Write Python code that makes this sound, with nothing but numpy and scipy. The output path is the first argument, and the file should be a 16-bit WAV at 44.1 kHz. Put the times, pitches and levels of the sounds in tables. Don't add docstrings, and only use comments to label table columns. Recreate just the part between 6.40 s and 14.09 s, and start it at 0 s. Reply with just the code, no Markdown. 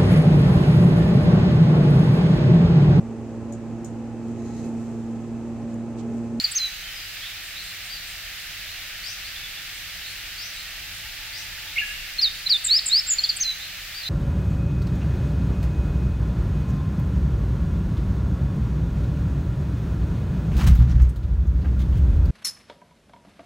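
import sys
import numpy as np
from scipy import signal
from scipy.fft import rfft, irfft
from scipy.io import wavfile
from scipy.ndimage import uniform_filter1d

SR = 44100
rng = np.random.default_rng(int(sys.argv[2]) if len(sys.argv) > 2 else 0)


def generate_wav(sig):
    pcm = np.round(np.clip(np.atleast_2d(sig).T, -1, 1) * 32767).astype(np.int16)
    wavfile.write(sys.argv[1], SR, pcm)


N = 339129
LEAD = SR // 2

# (t/s into the phrase, syllable or note, pitch factor, length factor, relative level/dB)
PHRASE = [ (0, "chew", 1, 1, 0), (.277, "chew", .962, 1.08, 1.5), (.458, "swoop", 1, 1, 0),
          (.6055, "flick", 1, 1, 0), (.674, "swoop", .996, 1, -1), (.883, "wave", 1, 1, 0),
          (1.0005, "chip", 1, 1, 0), (1.053, "tick", 1, 1, 0), (1.107, "tick", 1.005, 1, 0),
          (1.1775, "flourish", 1, 1, 0)]
PHRASE_STARTS_S = [-1.0672, 5.783]
SYLLABLES = { "chew": [(0, "pip", 1, 0), (.029, "slur", 1, 0)], "swoop": [(0, "tsip", 1, 0),
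             (0, "tsip", 1.125, -6), (.016, "tsee", 1, 0), (.0385, "rise", 1, 0)],
             "flourish": [(0, "dip", 1, 0), (0, "dip", 1.19, -3), (.038, "trill", 1, 0),
             (.074, "tail", 1, 0)]}


def song():
    notes = []
    for start in PHRASE_STARTS_S:
        for s, name, pitch, length, db in PHRASE:
            if start + s <= -LEAD / SR:
                continue
            for lag, note, interval, note_db in SYLLABLES.get(name, [(0, name, 1, 0)]):
                notes.append((start + s + lag * length, note, pitch * interval, length, db + note_db))
    return notes


# (f/Hz, left minus right level/dB)
SINGER_PAN = [(3600, -2.6), (4100, -1.8), (4400, 0), (4700, .7), (5000, -.6), (6300, .8), (8000, .4)]


def singer():
    whistles = syrinx(song(), SINGER_PAN, octave_db=-43)
    return woods(whistles, twigs_db=-11, trees_db=-16.0, twigs_t60=0.084, trees_t60=1.0)


# (t/s, note, pitch factor, length factor, relative level/dB)
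NEIGHBOUR = [(5.355, "chirp", 1, 1, 0), (5.414, "toot", 1, 1, 0)]


def neighbour():
    whistles = syrinx(NEIGHBOUR, [(1700, -1.5), (2600, -2.5)], waver=0.0051)
    return woods(whistles, twigs_db=-4.5, trees_db=-6.5, twigs_t60=0.25, trees_t60=1.6)


FLUTTER_HZ = {"trill": 150, "sweep": 190}


def syrinx(notes, pan_points, waver=0.0048, shimmer_db=1.15, octave_db=-44, flutter_hz=205, flutter_s=0.035):
    out = np.zeros((2, LEAD + N))
    for s, note, pitch, length, db in notes:
        t, hz, loud = gesture(note, pitch, length)
        flutter_fade = np.clip(2 - 2 * t / flutter_s, 0, 1)
        flutter = FLUTTER_HZ.get(note, 0) * np.sin(2 * np.pi * flutter_hz * t) * flutter_fade
        phase = phase_of(hz * (1 + waver * walk(600, len(t))) + flutter)
        tone = np.sin(phase) + undb(octave_db) * np.sin(2 * phase)
        shimmer = undb(db + shimmer_db * walk(252, len(t)))
        add(out, s, tone * loud * shimmer * pan(at_pitch(pan_points, hz)))
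    return out


GLIDES = { "tick": (.017, 4900, 4030, 60, -12.8, .0025, .003),
          "chip": (.0145, 4850, 4280, -220, -14, .0025, .003),
          "tsip": (.0165, 8620, 7020, -150, -17.3, .0085, .004),
          "tsee": (.02, 8380, 7050, 80, -16.8, .013, .002),
          "flick": (.01, 3200, 5050, 200, -13, .004, .003),
          "dip": (.021, 8750, 8750, -1200, -27.5, .008, .008),
          "tail": (.114, 4140, 3860, 10, -20.9, .021, .036),
          "toot": (.031, 1720, 1695, -20, -28.5, .004, .01),
          "lift": (.07, 3430, 4470, 150, -34.8, .012, .016),
          "arch": (.095, 4350, 3500, 780, -34, .005, .002),
          "whistle": (.125, 5100, 4880, -60, -42, .012, .03), "buzz": (.11, 8250, 8600, 20, -43, .03, .03),
          "hoot": (.088, 864, 878, -5, -49.8, .024, .03)}
TURNS = { "pip": [(0, 4060), (.013, 4300), (.0155, 4200), (.019, 3400)], "slur": [(0, 3200), (.0045, 5680),
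         (.008, 4980), (.019, 4830), (.039, 4030), (.049, 3790), (.073, 3650)], "rise": [(0, 3620),
         (.018, 3790), (.036, 4270), (.052, 4490), (.07, 4760), (.102, 5320), (.107, 3400)],
         "wave": [(0, 7200), (.029, 7780), (.0425, 6800), (.061, 7450), (.077, 6620)], "trill": [(0, 5600),
         (.005, 6050), (.013, 6420), (.03, 6230), (.038, 4550), (.044, 4100)], "chirp": [(0, 3380),
         (.007, 2220), (.014, 2090), (.022, 2200), (.033, 2830), (.044, 2830)], "sweep": [(0, 4360),
         (.035, 5000), (.062, 5800), (.085, 6200), (.1, 5850), (.11, 4600)]}
SWELLS = {"pip": (-16.3, .012, .003, 12), "slur": (-12.8, .019, .036, 7.5), "rise": (-11.1, .038, .002, 17),
          "wave": (-15.2, .041, .004, 16), "trill": (-16.3, .014, .009, 14), "chirp": (-14, .032, .011, 17),
          "sweep": (-34.3, .005, .07, 5.5)}
FADE_DB = 15


def pitch_path(note, length):
    def clock(s):
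        return np.arange(max(int(s * length * SR), 8)) / SR

    if note in GLIDES:
        s, start, end, bow, *swell = GLIDES[note]
        t = clock(s)
        u = t / t[-1]
        hz = start + (end - start) * u + bow * (1 - (2 * u - 1) ** 2)
        return t, hz, (*swell, FADE_DB)
    s, hz = np.transpose(TURNS[note])
    t = clock(s[-1])
    return t, np.interp(t / length, np.maximum.accumulate(s), hz), SWELLS[note]


SAG_DB_PER_S, SLIDE_LOSS_DB, FAST_OCTAVES_PER_S = 55, 4.5, 50


def gesture(note, pitch, length, glide_s=0.0021, edge_s=0.00116):
    def smooth(curve):
        return uniform_filter1d(curve, max(int(glide_s * SR), 1), mode="nearest")

    def ramp(s, span_s):
        return np.clip(s / max(span_s, 1 / SR), 0, 1)

    t, hz, (db, attack_s, release_s, fade_db) = pitch_path(note, length)
    hz = smooth(hz * pitch)
    left = t[-1] - t
    db = db - fade_db * (2 - ramp(t, attack_s * length) - ramp(left, release_s * length))
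    db = db - SAG_DB_PER_S * np.maximum(t - attack_s * length, 0)
    speed = np.gradient(np.log2(hz)) * SR
    db = db - SLIDE_LOSS_DB * np.tanh((speed / FAST_OCTAVES_PER_S) ** 2)
    return t, hz, undb(smooth(db)) * ramp(np.minimum(t, left), edge_s)


# (t/s, note, pitch factor, length factor, relative level/dB)
FAR = [ (.44, "whistle", .62, .9, 4), (.545, "whistle", 1, 1, 0), (.81, "lift", .87, 1.15, -.5),
       (1.152, "lift", 1.01, 1, .3), (1.245, "lift", .97, .8, -5), (1.495, "arch", 1, 1.05, -1),
       (2.27, "lift", .98, 1, -4), (2.635, "sweep", 1, 1, 1), (2.835, "lift", 1.11, .85, -3.5),
       (2.958, "chip", .8, .8, -20), (3.035, "chip", .8, 1, -17.5), (3.172, "chip", .8, .8, -20.5),
       (3.635, "lift", 1.02, .9, -2), (3.975, "sweep", 1, 1.1, 0), (4.16, "lift", 1, .85, -3),
       (4.925, "sweep", 1, 1, -1.5), (5.265, "lift", .88, .7, -3), (6.815, "lift", .86, 1, 1.5),
       (7.195, "lift", .98, 1, 1.5), (7.54, "arch", 1, 1.08, 0), (7.625, "whistle", .82, .7, 11),
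       (7.645, "lift", 1, 1.2, 7)]


def far_birds():
    whistles = syrinx(FAR, [(4000, -3), (5000, 11.5)], waver=.005, shimmer_db=1.5, flutter_hz=260, flutter_s=.1)
    whistles = bounce(whistles, delay_s=.026, db=-13)
    calls = whistles + buzzes() + hoots()
    return undb(-2) * woods(calls, twigs_db=-4.0, trees_db=-3.5, twigs_t60=0.24, trees_t60=1.0)


def bounce(x, delay_s, db):
    late = np.pad(x, ((0, 0), (int(abs(delay_s) * SR), 0)))[:, :x.shape[1]]
    return x + undb(db) * late


BUZZ_TIMES_S = [1.02, 1.21, 1.42, 1.65, 2.61, 3.32, 3.66, 4.12, 4.52, 4.94, 5.43, 5.91, 6.1]


def buzzes(beat_hz=1120, index=1.45, waver=0.0097, low_db=2, level_db=-3.6,
           pitch_spread=.015, length_spread=.15, spread_db=1.2):
    out = np.zeros((2, LEAD + N))
    variations = rng.standard_normal((len(BUZZ_TIMES_S), 3))
    for s, (sharp, long, strong) in zip(BUZZ_TIMES_S, variations):
        t, hz, loud = gesture("buzz", 1 + pitch_spread * sharp, np.exp(length_spread * long))
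        beat = phase_of(beat_hz * (1 + waver * walk(200, len(t))))
        carrier = phase_of(hz * (1 + waver * walk(290, len(t))))
        tone = np.sin(carrier + index * np.sin(beat))
        level = undb(level_db + spread_db * strong - low_db * np.cos(beat))
        add(out, s, tone * loud * level * pan(0))
    return out


HOOT_START_S, HOOT_GAP_S, HOOT_GAP_RATIO = 4.44, .18, .94
HOOT_CLIMB, HOOT_FIRST_DB = .0045, -6


def hoots(count=6):
    out = np.zeros((2, LEAD + N))
    s = HOOT_START_S
    for k in range(count):
        t, hz, loud = gesture("hoot", 1 + HOOT_CLIMB * k, HOOT_GAP_RATIO ** (k / 2))
        level = undb(HOOT_FIRST_DB * np.exp(-k))
        add(out, s, np.sin(phase_of(hz)) * loud * level * pan(-1.5))
        s += HOOT_GAP_S * HOOT_GAP_RATIO ** k
    return out


# (f/Hz, level/dB)
ECHO_COLOUR = [(1700, 1.5), (3600, 1), (4500, 1.5), (5300, 0), (6300, 0), (7200, 1.5), (9000, 0.5)]


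def woods(x, twigs_db, trees_db, twigs_t60, trees_t60, onset_s=0.0064):
    t = np.arange(int(1.5 * SR)) / SR
    response = np.zeros((2, len(t)))
    for db, t60, spread in ((twigs_db, twigs_t60, .55), (trees_db, trees_t60, .85)):
        decay = np.exp(-np.log(1000) * t / t60) * (1 - np.exp(-t / onset_s))
        mid, side = rng.standard_normal((2, len(t))) * decay
        echoes = np.array([mid + spread * side, mid - spread * side])
        response += undb(db) * echoes / np.sqrt(np.sum(echoes ** 2, axis=1, keepdims=True))
    hz = np.arange(len(t) // 2 + 1) * SR / len(t)
    response = irfft(rfft(response) * undb(at_pitch(ECHO_COLOUR, hz)), len(t))
    scatter = signal.fftconvolve(x.mean(axis=0)[None], response, axes=1)[:, :x.shape[1]]
    return (x + scatter)[:, LEAD:]


# (f/Hz, relative level per Hz/dB)
RUMBLE = [(12, -32), (20, -3), (38, 0.5), (50, -1.5), (69, -11.5), (96, -5), (125, -16.5), (176, -12),
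          (225, -28), (298, -20), (456, -26.5), (643, -19.5), (808, -19), (877, -22), (1000, -30),
          (1300, -63), (2200, -120)]
RUMBLE_DB = -49.5
RUMBLE_SWELL_S, RUMBLE_SWELL_WIDTH_S, RUMBLE_SWELL_DB = 5.3, 1, 2.8


def rumble(bass_hz=130):
    t = np.arange(N) / SR
    swell = np.exp(-((t - RUMBLE_SWELL_S) / RUMBLE_SWELL_WIDTH_S) ** 2)
    noise = air(RUMBLE, RUMBLE_DB, swell_db=0.25)
    bass = signal.sosfiltfilt(signal.butter(2, bass_hz, fs=SR, output="sos"), noise)
    return noise + bass * (undb(RUMBLE_SWELL_DB * swell) - 1)


# (f/Hz, relative level per Hz/dB)
RUSH = [(590, -54), (1000, -18), (1240, -8.5), (1790, 0), (2010, 0), (2740, 1), (3300, -2), (3570, -2),
        (4150, -3.5), (4870, -6), (6410, -12), (7270, -13.5), (8940, -18), (15000, -12.5), (15500, -15)]
RUSH_DB = -37.1


def rush():
    return air(RUSH, RUSH_DB, swell_db=0.13)


# (f/Hz, side minus mid level/dB)
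WIDTH = [(60, -21), (110, -15), (200, -5), (380, -2), (700, -5), (1290, -7.5), (2380, -8.5), (4400, 0.5),
         (8120, 2), (15000, -2)]
# (f/Hz, left minus right level/dB)
LEAN = [(60, -0.5), (110, -0.5), (200, 1), (380, -1.5), (700, -2.5), (1290, -2.5), (2380, -1.0), (4400, -1),
        (8120, -0.5), (15000, 0.0)]


def air(spectrum, db, swell_db):
    hz = np.arange(N // 2 + 1) * SR / N
    mid, side = rfft(rng.standard_normal((2, N))) * undb(at_pitch(spectrum, hz))
    side = side * undb(at_pitch(WIDTH, hz))
    both = irfft(np.array([mid + side, mid - side]) * pan(at_pitch(LEAN, hz)), N)
    return both / np.std(both.mean(axis=0)) * undb(db + swell_db * walk(4.32, N))


def undb(db):
    return 10 ** (np.asarray(db) / 20)


def at_pitch(points, hz):
    f, value = np.transpose(points)
    return np.interp(np.log(np.maximum(hz, 1)), np.log(f), value)


def pan(db):
    return undb(np.array([[1], [-1]]) * db / 2)


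def walk(rate, size):
    k = max(int(SR / rate), 1)
    held = np.repeat(rng.standard_normal(size // k + 1), k)
    return uniform_filter1d(held, k)[:size]


def phase_of(hz):
    return 2 * np.pi * np.cumsum(hz) / SR


def add(track, s, sound):
    i = max(int(s * SR) + LEAD, 0)
    part = sound[:, :max(track.shape[1] - i, 0)]
    track[:, i:i + part.shape[1]] += part


def scene():
    return singer() + neighbour() + far_birds() + rumble() + rush()


def record(dry):
    return signal.sosfilt(signal.ellip(12, .1, 80, 15750, fs=SR, output="sos"), dry)


dry = scene()
out = record(dry)
generate_wav(out)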